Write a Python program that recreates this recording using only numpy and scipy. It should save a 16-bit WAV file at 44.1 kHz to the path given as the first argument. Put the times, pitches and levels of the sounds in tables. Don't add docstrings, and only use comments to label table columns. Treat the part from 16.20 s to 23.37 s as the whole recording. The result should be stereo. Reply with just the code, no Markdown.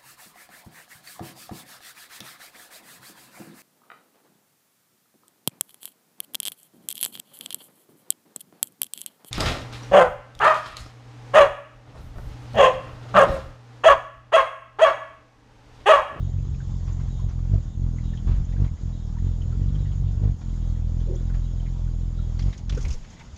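import sys
import numpy as np
from scipy import signal
from scipy.fft import rfft, irfft, next_fast_len
from scipy.io import wavfile
from scipy.ndimage import uniform_filter1d, map_coordinates

SR = 44100
rng = np.random.default_rng(int(sys.argv[2]) if len(sys.argv) > 2 else 0)


def store_pcm(level_fs):
    pcm = np.round(np.clip(level_fs, -1, 1) * 32767).astype(np.int16)
    wavfile.write(sys.argv[1], SR, np.atleast_2d(pcm).T)


def elevation(decibels):
    levels = np.asarray(decibels, float)
    return 10 ** (levels / 20)


N = 316197

# freq_hz, likeness_0_to_1
PORT_LIKENESS = [(60, 1), (140, 0.98), (310, 0.64), (690, .75), (1560, 0.099), (3520, 0.68), (6500, 0.79),
                 (9000, 0.081)]
# freq_hz, level_db
PORT_TILT = [(60, 2), (140, -2.5), (310, -5), (690, -1), (1300, 0.5), (3000, 3), (6500, -10), (9000, -3),
             (13000, -4)]
# freq_hz, lead_rad
PORT_LEAD = [(0, -2), (520, 0.8349), (1460, 2), (3190, 0.72), (3960, 1.5), (5430, 1), (6890, 5.5),
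             (8100, -1)]
# freq_hz, level_db
MIC_RESPONSE = [(20, 11.5), (2000, -1.5), (6500, -4), (7600, -12.5), (8400, -28), (13000, -43),
                (16000, -63)]

# time_s, wingbeat_hz, effort_db, upright_0_to_1, upper_order_crispness_db
HOVER = [(0, 44.06, -27.5, 0.01, 4), (.25, 46.54, -30, 0.1, 4), (.4, 44.5, -31.5, 0.4, 4.5),
         (1.22, 43.1, -29, 0.28, 2.5), (1.5, 41.85, -28, 0.65, 1), (1.75, 41.34, -27, 1, 0.5),
         (2.05, 42.1, -29.5, 1, 1), (2.3, 43.8, -25.5, 0.63, -1.5), (2.68, 42.88, -28.5, 0.8, 0),
         (2.92, 41, -30, 0.9, -0.5), (3.3, 41.79, -27, 0.66, 1), (3.4, 46.3, -25.5, 0.39, 2.5),
         (4.0, 45.99, -28.5, 0.03, 2), (4.2, 41.33, -28.5, 0.87, 1), (5.12, 42.14, -25, 0.81, -4),
         (5.5, 42.41, -27, 0.61, -2.5), (6.2, 42.05, -26, 0.74, -2.5), (6.66, 44.32, -25.5, 0.8, -3)]
# time_s, half_length_s, extra_effort_db, faster_beat_hz
SURGES = [(1.055, 0.034, 2, 1), (1.349, 0.042, 8.5, 5.5), (1.625, 0.044, 2, 3.5), (2.096, 0.035, 10, 4),
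          (2.419, 0.041, 7.5, 6), (3.063, 0.05, 7, 4.5), (3.429, 0.044, 2.5, 1), (3.577, 0.047, 1.5, 2.5),
          (3.856, 0.045, 4, 0), (4.067, 0.058, 9, 7.5), (4.28, .05, -0.5, 2.5), (4.83, 0.047, 1.5, .5),
          (6.272, .05, 5, 8), (6.551, .03, 4, 2.5), (6.668, 0.043, 4.5, 1), (2.17, 0.049, -0.5, 0)]
# time_s, half_length_s, lost_effort_db
GLIDES = [(1.125, 0.03, 4), (1.43, 0.025, 8.5), (1.53, 0.037, 11), (2.267, 0.02, 10), (2.496, .015, 12),
          (2.572, 0.036, 20.5), (2.806, 0.018, 2.5), (4.19, 0.041, 18.5), (6.35, 0.04, 17.5),
          (6.43, 0.055, 8.5), (6.6, .025, 6)]
# time_s, half_length_s, shift_hz
NUDGES = [(.12, 0.024, -2.5), (.27, 0.029, 1.5), (.35, 0.032, -1.5), (.63, 0.03, -1), (.8, .02, 2),
          (1.04, 0.034, 1.07), (1.33, 0.024, 4), (1.41, 0.039, -3.5), (1.55, .04, 2), (1.87, 0.026, 1),
          (2.03, 0.047, -1.5), (2.42, 0.02, 3), (2.5, 0.031, -3), (2.62, 0.035, 1.5), (2.87, 0.055, -1.06),
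          (3.22, 0.037, 1.03), (3.3, 0.028, -1.5), (3.45, 0.032, -1.5), (3.56, 0.022, 1.5),
          (3.82, 0.028, -1.5), (3.97, .035, -2), (4.11, 0.041, -2.5), (4.39, 0.037, -1.5),
          (4.52, 0.043, -1.1), (4.65, .08, -1), (4.87, 0.026, -1), (4.95, 0.028, -1.44),
          (5.12, 0.038, 1.25), (5.2, 0.022, -1), (5.27, 0.034, 1.22), (5.55, 0.041, 0.62),
          (5.74, 0.061, -1.15), (5.83, 0.031, 1.5), (6.09, 0.083, -1.5), (6.42, .03, -2), (6.54, .035, 3)]
# time_s, half_length_s, shift_hz
MORE_NUDGES = [(.55, .4, -.21), (2.08, .03, -2.4), (2.2, .05, 5.7), (2.5, .2, -.36), (2.9, .1, -1.66),
               (3.5, .2, .18), (4.17, .04, 2.1), (4.9, .45, .16), (5.95, .2, -.47), (6.24, .05, -2.8),
               (6.36, .035, 9.5)]
# time_s, half_length_s, level_db
BRAKES = [(1.35, 0.045, 0), (2.1, 0.036, -1.5), (2.42, .04, -0.5), (3.05, 0.049, 0), (3.5, 0.11, -2),
          (4.07, 0.064, 1), (4.65, 0.1, 3.5), (6.27, .04, 1.5), (6.55, .05, -2)]
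# time_s, half_length_s, level_db
GUSTS = [
    (.5, 1, 5.5),
    (1.36, 0.046, -1),
    (1.8, 0.28, 2),
    (2.11, 0.066, 11),
    (2.2, 0.045, 10.5),
    (2.53, 0.036, 4),
    (3.7, 0.54, 8.5),
    (6.55, 0.1, 7.5),
    (6.67, 0.11, 5.5),
    (7.13, .05, 14),
]
# time_s, left_minus_right_db
BIRD_SIDE = [(0, -3), (.8, -4), (1.8, -1), (3, -1), (3.9, -3), (4.5, 0.84), (7.17, 1)]

# level_re_effort_db, growth_with_push_db_per_db
LOW_ORDERS = [(-3, 1.27), (-6.5, 0.83), (-26.5, 0.57)]
# order, level_db, share_of_upright_gain, extra_growth_db_per_db
UPPER_ORDERS = [(4, 7, 0.52, 0.13), (5, 0.5, 0.97, 0), (6, -5, 0.54, 0.59), (7, -9, 0.75, 0.43),
                (8, -13.5, 0.46, 0.88), (9, -17.5, 0.37, 1.9), (10, -20, 0.7, 0.79), (11, -24.5, 0.3, 0.69),
                (12, -28.5, 0.39, 0.41)]
BACKSTROKE_SHIFT = {1: .24, 2: -.12, 5: -.33}
# freq_hz, level_db_per_hz
BUFFET_SPECTRUM = [(15, -16.5), (26, -8.5), (70, 1), (130, -5.5), (200, -18), (320, -35), (600, -74.5),
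                   (1200, -120)]
# freq_hz, level_db_per_hz
SWISH_SPECTRUM = [(120, -38), (220, -2), (400, -5), (800, -13), (1600, -23), (3000, -29.5), (6000, -38),
                  (8000, -120)]
# time_s, half_length_s, level_db, pitch_hz
VORTICES = [(2.146, 0.01, -21.5, 70), (2.169, 0.026, -23, 52.2), (2.217, .022, -19.5, 46),
            (2.246, .012, -30, 70.4), (2.518, 0.023, -34.5, 75.87), (2.541, 0.018, -30, 70),
            (6.648, 0.016, -19.5, 45.54), (6.67, 0.0082, -23, 74.4), (6.696, 0.012, -26, 61),
            (6.713, .014, -24, 48.3), (6.757, 0.049, -27, 20.5), (6.818, 0.032, -33, 27.7),
            (6.926, 0.034, -49.5, 91), (7.11, 0.036, -46.5, 44.5)]
# start_s, peak_db, t60_s
FLICKS = [(0.6743, -45.5, 0.26), (0.797, -44.5, 0.15), (0.8771, -48, 0.08), (1.0842, -45.5, 0.23),
          (1.3345, -43, 0.047), (2.0716, -42.5, 0.26), (2.1075, -45, 0.31), (2.138, -50, 0.47),
          (2.397, -56, 0.17), (2.44, -43, 0.16), (4.032, -46, 0.091), (4.0766, -42.5, 0.046),
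          (4.2079, -47, 0.17), (5.1403, -42.5, 0.13)]

# freq_hz, level_db_per_hz
GARDEN_SPECTRUM = [(290, -33), (500, -5.5), (840, -5), (1200, -7.5), (1600, -13), (2000, -15),
                   (2520, -21.5), (3340, -13.5), (4500, -17), (5500, -17.5), (6700, -11.5), (7300, -14),
                   (8000, -32.5), (9000, -76)]
# freq_hz, level_db_per_hz
AIRY_SPECTRUM = [(7000, -42), (8300, -3), (10000, -4), (13200, -11.5), (13900, -23.5), (15700, -27),
                 (16200, -68)]
# freq_hz, level_db_per_hz
TRAFFIC_SPECTRUM = [(12, -15.5), (25, -2.5), (50, 1.5), (100, -8), (160, -5.5), (250, -14), (400, -22),
                    (700, -50), (1300, -100)]
# start_s, length_s, level_db
SWINGS_OUT = [(-.06, 0.19, -64.5), (0.898, 0.19, -64), (1.839, 0.16, -62), (2.724, 0.18, -65),
              (3.585, 0.14, -63), (4.417, 0.21, -65.5), (5.222, 0.23, -64.5), (5.981, 0.16, -61)]
# start_s, length_s, level_db
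SWINGS_BACK = [(1.47, 0.087, -70), (2.283, 0.077, -68.5), (3.05, 0.12, -67.5), (3.85, 0.11, -68.5),
               (4.63, 0.092, -71)]
# start_s, peak_db, pitch_hz
TICKS = [(0.182, -54.5, 2650), (0.343, -54, 2510), (.402, -47, 1580), (0.494, -45, 847), (0.876, -57, 1767),
         (0.99, -47, 1040), (1.091, -54, 6020), (1.187, -47, 1043), (1.664, -47, 1055), (1.783, -48, 2020),
         (1.934, -49.5, 1770), (1.972, -45, 3186), (2.078, -56.5, 3500), (2.322, -47, 2028),
         (2.363, -48, 1590), (2.476, -54, 2187), (2.981, -54, 1887), (3.216, -48.5, 3036),
         (3.323, -51, 1360), (3.485, -51.5, 3496), (3.549, -49.5, 3200), (3.652, -47.5, 1885),
         (3.717, -52, 3180), (4.333, -56, 2070), (4.8, -50, 3278), (4.962, -53, 3400), (5.095, -47.5, 1471),
         (5.4, -53, 3115), (5.458, -47, 2071), (5.674, -53, 1423)]
# start_s, peak_db, pitch_hz
MORE_TICKS = [(5.987, -49, 1376), (.245, -58, 3750), (6.19, -47, 2050), (6.194, -44, 4400), (6.222, -48, 5400),
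              (6.327, -46.5, 3700), (6.345, -52, 1900), (6.496, -46, 4200), (6.522, -43, 2230),
              (6.572, -41, 1400), (6.571, -43, 490), (6.571, -46, 340), (6.649, -40, 2250), (6.704, -41, 2700),
              (6.712, -43, 5200), (6.965, -53, 2050), (7.14, -61, 966), (7.004, -45, 2100), (7.006, -46, 900),
              (7.036, -52, 950), (4.29, -56, 3250), (4.207, -50, 1400), (.698, -50, 1100), (.79, -49, 1100),
              (.672, -51, 1350), (1.34, -43.5, 660), (1.375, -46, 500), (2.066, -44, 820), (4.033, -45, 620),
              (4.555, -56, 1900), (5.14, -48, 1700), (6.74, -46, 480), (2.572, -56, 2020), (2.965, -49, 950)]
# start_s, peak_db, left_minus_right_db
CHIPS = [
    (0.723, -54.5, -11),
    (2.245, -55.5, -6),
    (4.951, -51, -9),
]
# start_s, level_db, pitch_hz
KNOCKS = [
    (4.871, -43, 458.3),
    (4.881, -42, 545.6),
    (4.889, -41, 411),
    (4.897, -31, 366.4),
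    (4.909, -39.5, 496),
    (4.92, -34, 383.5),
    (4.937, -41.5, 539.4),
    (4.943, -45, 348),
    (4.958, -37.5, 353),
]
# start_s, peak_db, pitch_hz, brightness_db
SNAPS = [(6.1904, -32, 4550, -10), (6.2208, -40.5, 3226, 2), (6.2911, -49, 2150, -10),
         (6.326, -38, 2118, -8), (6.3757, -38, 6410, 17), (6.4937, -27, 3407, -4), (6.5218, -34, 3340, -12),
         (6.5443, -41, 5610, 5), (6.572, -37, 6380, 13), (6.6074, -35.5, 5820, 12),
         (6.625, -35.5, 6500, 19), (6.6487, -33.5, 2346, -7), (6.6805, -34.5, 6400, 17),
         (6.7035, -32, 6560, 9), (6.724, -34, 5600, 22), (6.7357, -36, 6300, 20), (6.8416, -43, 2330, -21),
         (6.8995, -43, 6240, -6), (6.994, -42, 2050, -17), (7.0074, -44, 2100, -25),
         (7.1606, -41, 6020, -7)]
# time_s, level_db
SCRAPE = [
    (6.1, -63),
    (6.2, -52.5),
    (6.385, -53),
    (6.46, -69),
    (6.55, -49),
    (6.73, -49.5),
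    (6.79, -55.5),
    (7.02, -52.5),
    (7.12, -57.5),
]
# freq_hz, level_db
SCRAPE_SPECTRUM = [(500, -9.5), (950, -0.5), (1450, -4.5), (2080, -3.0), (2700, -7.0), (4000, -8.0),
                   (6300, -9.0), (7600, -14.0), (8600, -43.0)]
# freq_hz, level_db
SCRAPE_AIR_SPECTRUM = [(7500, -40), (8500, 0), (11000, -4), (14000, -14), (15500, -50)]


def unit(x):
    return x / np.sqrt(np.mean(x ** 2) + 1e-20)


def along(points, hz):
    f, v = np.transpose(points)
    return np.interp(np.log(hz + 1), np.log(f + 1), v)


def curves(rows):
    s, *cols = np.transpose(rows)
    return [np.interp(np.arange(N) / SR, s, c) for c in cols]


def wobble(rate):
    at = np.arange(0, N + 16, 16)
    knots = rng.standard_normal(int(N * rate / SR) + 4)
    return np.interp(np.arange(N), at, map_coordinates(knots, [at * rate / SR]))


def bumps(rows, skew=1):
    t = np.arange(0, N + 64, 64) / SR
    total = sum(h * np.exp(-((t - s) / w * np.where(t < s, skew, 1 / skew)) ** 2) for s, w, h in rows)
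    return np.interp(np.arange(N) / SR, t, total)


def filtered(x, response):
    m = next_fast_len(x.shape[-1] + 8192)
    return irfft(rfft(x, m) * response(np.fft.rfftfreq(m, 1 / SR)), m)[..., :x.shape[-1]]


def panned(x, db):
    return np.array([x * elevation(db / 2), x * elevation(-db / 2)])


def add(out, s, x):
    at = round(s * SR)
    x, at = x[:, max(-at, 0):], max(at, 0)
    out[:, at:at + x.shape[1]] += x[:, :N - at]


def peak(hz, centre_hz, width_hz):
    return width_hz * hz / np.hypot(centre_hz ** 2 - hz ** 2, width_hz * hz + 1)


def rush(spectrum, patchy_db):
    z = signal.stft(rng.standard_normal((2, N + 512)), nperseg=512)[2]
    field = uniform_filter1d(rng.standard_normal(z.shape[1:]), size=6, axis=0)
    field = uniform_filter1d(field, size=6, axis=1)
    pair = signal.istft(z * elevation(patchy_db * unit(field)), nperseg=512)[1][:, :N]

    def mid_side(hz):
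        angle = np.arccos(np.clip(along(PORT_LIKENESS, hz), 0, 1)) / 2
        return elevation(along(spectrum, hz)) * [np.cos(angle), np.sin(angle)]

    def ports(hz):
        left = elevation(along(PORT_TILT, hz) / 2) * np.exp(.5j * along(PORT_LEAD, hz))
        return left ** np.array([[1], [-1]])

    mid, side = filtered(pair, mid_side)
    return unit(filtered(np.array([mid + side, mid - side]), ports))


def puff(rise, t60, response):
    t = np.arange(SR // 6) / SR
    noise = rng.standard_normal(len(t)) + 1.1 * rng.standard_normal((2, len(t)))
    coloured = filtered(noise, lambda hz: response(hz) * elevation(along(MIC_RESPONSE, hz)))
    return unit(coloured) * elevation(-60 * t / t60 - 2.0) * (1 - np.exp(-t / rise))


def ring(hz):
    t = np.arange(SR // 6) / SR
    return elevation(-7 - 60 * t * hz / (35 + hz * .02)) * np.sin(2 * np.pi * hz * t) * (1 - np.exp(-t / .002))


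def flight():
    rock_s, rock_period_s, rock_end_s = 0.048, 0.1262, 1.15
    leaves_s, fade_db_per_s = 6.625, 440
    beat_hz, effort_db, upright, crisp_db = curves(HOVER)
    t = np.arange(N) / SR
    glide_db = bumps(GLIDES)
    rock = np.cos(2 * np.pi * (t - rock_s) / rock_period_s) * np.clip((rock_end_s - t) / 0.034, 0, 1)
    push_db = bumps([row[:3] for row in SURGES]) - glide_db + rock
    beat_hz = beat_hz + bumps([(s - .03, w, hz) for s, w, _, hz in SURGES], skew=1.3)
    beat_hz = beat_hz + 1.1 * rock - 0.1216 * glide_db + bumps(NUDGES + MORE_NUDGES)
    away_db = fade_db_per_s * np.clip(t - leaves_s, 0, 1)
    return beat_hz, effort_db, push_db, glide_db, away_db, upright, crisp_db


def wing_hum(turn, orders, lean):
    waves = []
    for k, db in orders:
        phase = k * turn + .04 * k * k - .3 + BACKSTROKE_SHIFT.get(k, 0) - lean / k + .08 * wobble(10)
        waves.append(-np.sqrt(2) * elevation(db + .9 * wobble(12)) * np.cos(phase))
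    side_db, = curves(BIRD_SIDE)
    hum = panned(waves[0], .6 * side_db) + panned(sum(waves[1:]), 1.2 * side_db)
    return hum * elevation(.8 * wobble(20)) * np.clip(np.arange(N) / SR / 0.0027, 0, 1)


def downwash(turn, swish_db, buffet_db):
    gated_hz = 750
    gate = unit(1.0 + (.5 + .5 * np.cos(turn)) ** 2)
    swish = elevation(swish_db + 0.48 * wobble(27)) * rush(SWISH_SPECTRUM, patchy_db=2.5)
    swish = swish + (gate - 1) * filtered(swish, lambda hz: 1 / (1 + (hz / gated_hz) ** 4))
    buffet = elevation(buffet_db + .6 * wobble(9)) * rush(BUFFET_SPECTRUM, patchy_db=.6)
    return swish + buffet


def wings():
    usual_db, upright_gain_db, wake_lags_db, first_turn_rad = -27.5, 12, 40, 4.1
    beat_hz, effort_db, push_db, glide_db, away_db, upright, crisp_db = flight()
    gust_db = bumps(GUSTS)
    turn = 2 * np.pi * np.cumsum(beat_hz * (1 + .003 * wobble(11))) / SR + first_turn_rad

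    shared_db = effort_db + crisp_db - 0.35 * gust_db - away_db
    two_db, three_db, top_db = [shared_db + db + grows * push_db for db, grows in LOW_ORDERS]
    two_db = two_db + bumps(BRAKES)
    orders = [(1, effort_db + push_db - away_db), (2, two_db), (3, three_db)]
    for k, db, share, more in UPPER_ORDERS:
        posture_db = share * upright_gain_db * upright
        orders.append((k, top_db + db + posture_db + more * np.maximum(push_db, 0)))
    lean = .6 * np.clip((two_db + 29) / 9, 0, .8)

    wake_away_db = np.maximum(away_db - wake_lags_db, 0)
    buffet_db = -38.5 + .35 * push_db + gust_db - 0.41 * np.minimum(wake_away_db, 40)
    swish_db = -52.5 + 0.9 * (push_db + glide_db) - 0.59 * glide_db + 0.13 * gust_db
    swish_db += .72 * (effort_db - usual_db) - 0.694 * np.minimum(wake_away_db, 26)
    return wing_hum(turn, orders, lean) + downwash(turn, swish_db, buffet_db)


def garden():
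    hiss_db = -55.5 + 0.96 * wobble(4.5) + 0.58 * wobble(14)
    top_db = -84 + 1.3 * wobble(5.5) + 3.5 * wobble(30)
    traffic_db = -46 + 1.2 * wobble(2.913)
    hiss = elevation(hiss_db) * rush(GARDEN_SPECTRUM, patchy_db=2.1)
    top = elevation(top_db) * rush(AIRY_SPECTRUM, patchy_db=1.5)
    return hiss + top + elevation(traffic_db) * rush(TRAFFIC_SPECTRUM, patchy_db=1)


def squeak(out, swing, slip_hz, bright_hz, tight_hz):
    s, span, db = swing
    out_swing = tight_hz > 0
    u = np.arange(int(span * SR)) / (span * SR)
    turn = 2 * np.pi * np.cumsum(slip_hz * (1 - .03 * (u - .55) ** 2 - .008 * np.exp(-u / .12))) / SR
    start = np.exp(-(u / .27) ** 4)
    ring_hz = bright_hz + tight_hz * start
    keeps = 1 - out_swing * (1 - start) * .13 * s
    envelope = np.sin(np.pi * u ** 0.27) ** 0.38
    for k, chance in zip(range(15, 22), rng.random((7, 2))):
        wire = keeps * peak(k * slip_hz, ring_hz, 190) ** 2
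        wire = wire + 0.45 * out_swing * (1 - .7 * start) * peak(k * slip_hz, 3300, 150) ** 2
        wire = wire + 0.3 * (k % 2) + 0.22 * (1 - out_swing)
        wire = wire * elevation(1.3 * map_coordinates(rng.standard_normal(12), [1 + 9 * u]))
        tone = elevation(db + 1.7 * chance[0]) * wire * envelope * np.sin(k * turn + 7 * chance[1])
        add(out, s, panned(tone, -1.5))


def hook():
    out = np.zeros((2, N))
    for swing in SWINGS_OUT:
        squeak(out, swing, slip_hz=194.4, bright_hz=3710, tight_hz=170)
    for swing in SWINGS_BACK:
        squeak(out, swing, slip_hz=190, bright_hz=3605, tight_hz=0)
    return out


def ticks():
    out = np.zeros((2, N))
    for s, db, hz in TICKS + MORE_TICKS:
        body = puff(0.0022, 0.092, lambda f: peak(f, hz, .14 * hz + 50) ** 2 + 0.076 * peak(f, 2000, 2600))
        contact = 0.63 * body + 1.05 * ring(hz)
        add(out, s, elevation(db + 5.5) * contact * panned(np.ones(1), 1.6))
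    return out


def feather_flicks():
    out = np.zeros((2, N))
    for s, db, t60 in FLICKS:
        flick = puff(0.0038, t60, lambda f: peak(f, 920, 1100) + 0.061 * peak(f, 3800, 3000))
        add(out, s, elevation(db) * flick)
    return out


def far_bird():
    out, u = np.zeros((2, N)), np.arange(750) / 750
    pitch_hz = 5300 + 1900 * np.sin(u * np.pi / 2)
    chip = np.sin(np.pi * u) ** 0.53 * np.sin(2 * np.pi * np.cumsum(pitch_hz) / SR)
    for s, db, pan_db in CHIPS:
        add(out, s, panned(elevation(db) * chip, pan_db))
    return out


def vortices():
    out = np.zeros((2, N))
    for s, half, db, hz in VORTICES:
        reach = int(2.5 * half * SR)
        t = np.arange(-reach, reach) / SR
        phase = 2 * np.pi * hz * t * (1 + 1.7 * t) + np.pi + rng.normal(0, 0.16)
        dip = np.sqrt(2) * elevation(db) * np.exp(-(t / half) ** 2) * np.cos(phase)
        add(out, s + t[0], panned(dip, -.7))
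    return out


def knock():
    t60_s = .08
    out, t = np.zeros((2, N)), np.arange(SR // 3) / SR
    for s, db, hz in KNOCKS:
        tone = elevation(db + 6.5 - 60 * t / t60_s) * np.sin(2 * np.pi * hz * t) * (1 - np.exp(-t / 0.0018))
        add(out, s, panned(tone, -5.5))
    return out


def rustle():
    out = np.zeros((2, N))
    for s, db, hz, bright_db in SNAPS:
        low, high = elevation(-7 - bright_db), elevation(-1.5 + bright_db)
        pan_db = 1 - 8 * np.log2(hz / 4000)
        tone = lambda f: (low * peak(f, 1640, 2000) + .5 * peak(f, 5700, 1100)
                          + high * peak(f, 6790, 2600) + 2.5 * peak(f, hz, 280))
        snap = puff(0.0028, 0.058, tone) + .6 * ring(hz)
        add(out, s, elevation(db - 1) * snap * panned(np.ones(1), pan_db))
    scrape_db, = curves(SCRAPE)
    air_db = scrape_db - 31.5 + bumps([(6.69, 0.13, 13.5)])
    on = np.clip((np.arange(N) / SR - SCRAPE[0][0]) / 0.089, 0, 1)
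    crinkle = elevation(1.5 * wobble(70) + 1.0 * wobble(250))
    scrape = unit(crinkle * rush(SCRAPE_SPECTRUM, patchy_db=2.0))
    air = unit(crinkle * rush(SCRAPE_AIR_SPECTRUM, patchy_db=.7))
    return out + on * (elevation(scrape_db - 2.0) * scrape + elevation(air_db) * air)


def wing_slap():
    slap_s, half_s, level_db, pitch_hz = 6.579, .004, -28.5, 450
    t = np.arange(N) / SR - slap_s
    return -panned(elevation(level_db) * np.exp(-(t / half_s) ** 2) * np.cos(2 * np.pi * pitch_hz * t), 0)


def scene():
    bird = wings() + feather_flicks() + vortices() + wing_slap()
    place = garden() + hook() + ticks() + far_bird() + knock()
    return bird + place + rustle()


def roll_off(x):
    return signal.sosfilt(signal.butter(12, 15800, fs=SR, output="sos"), x)


def record(dry):
    return roll_off(dry)


dry = scene()
out = record(dry)
store_pcm(out)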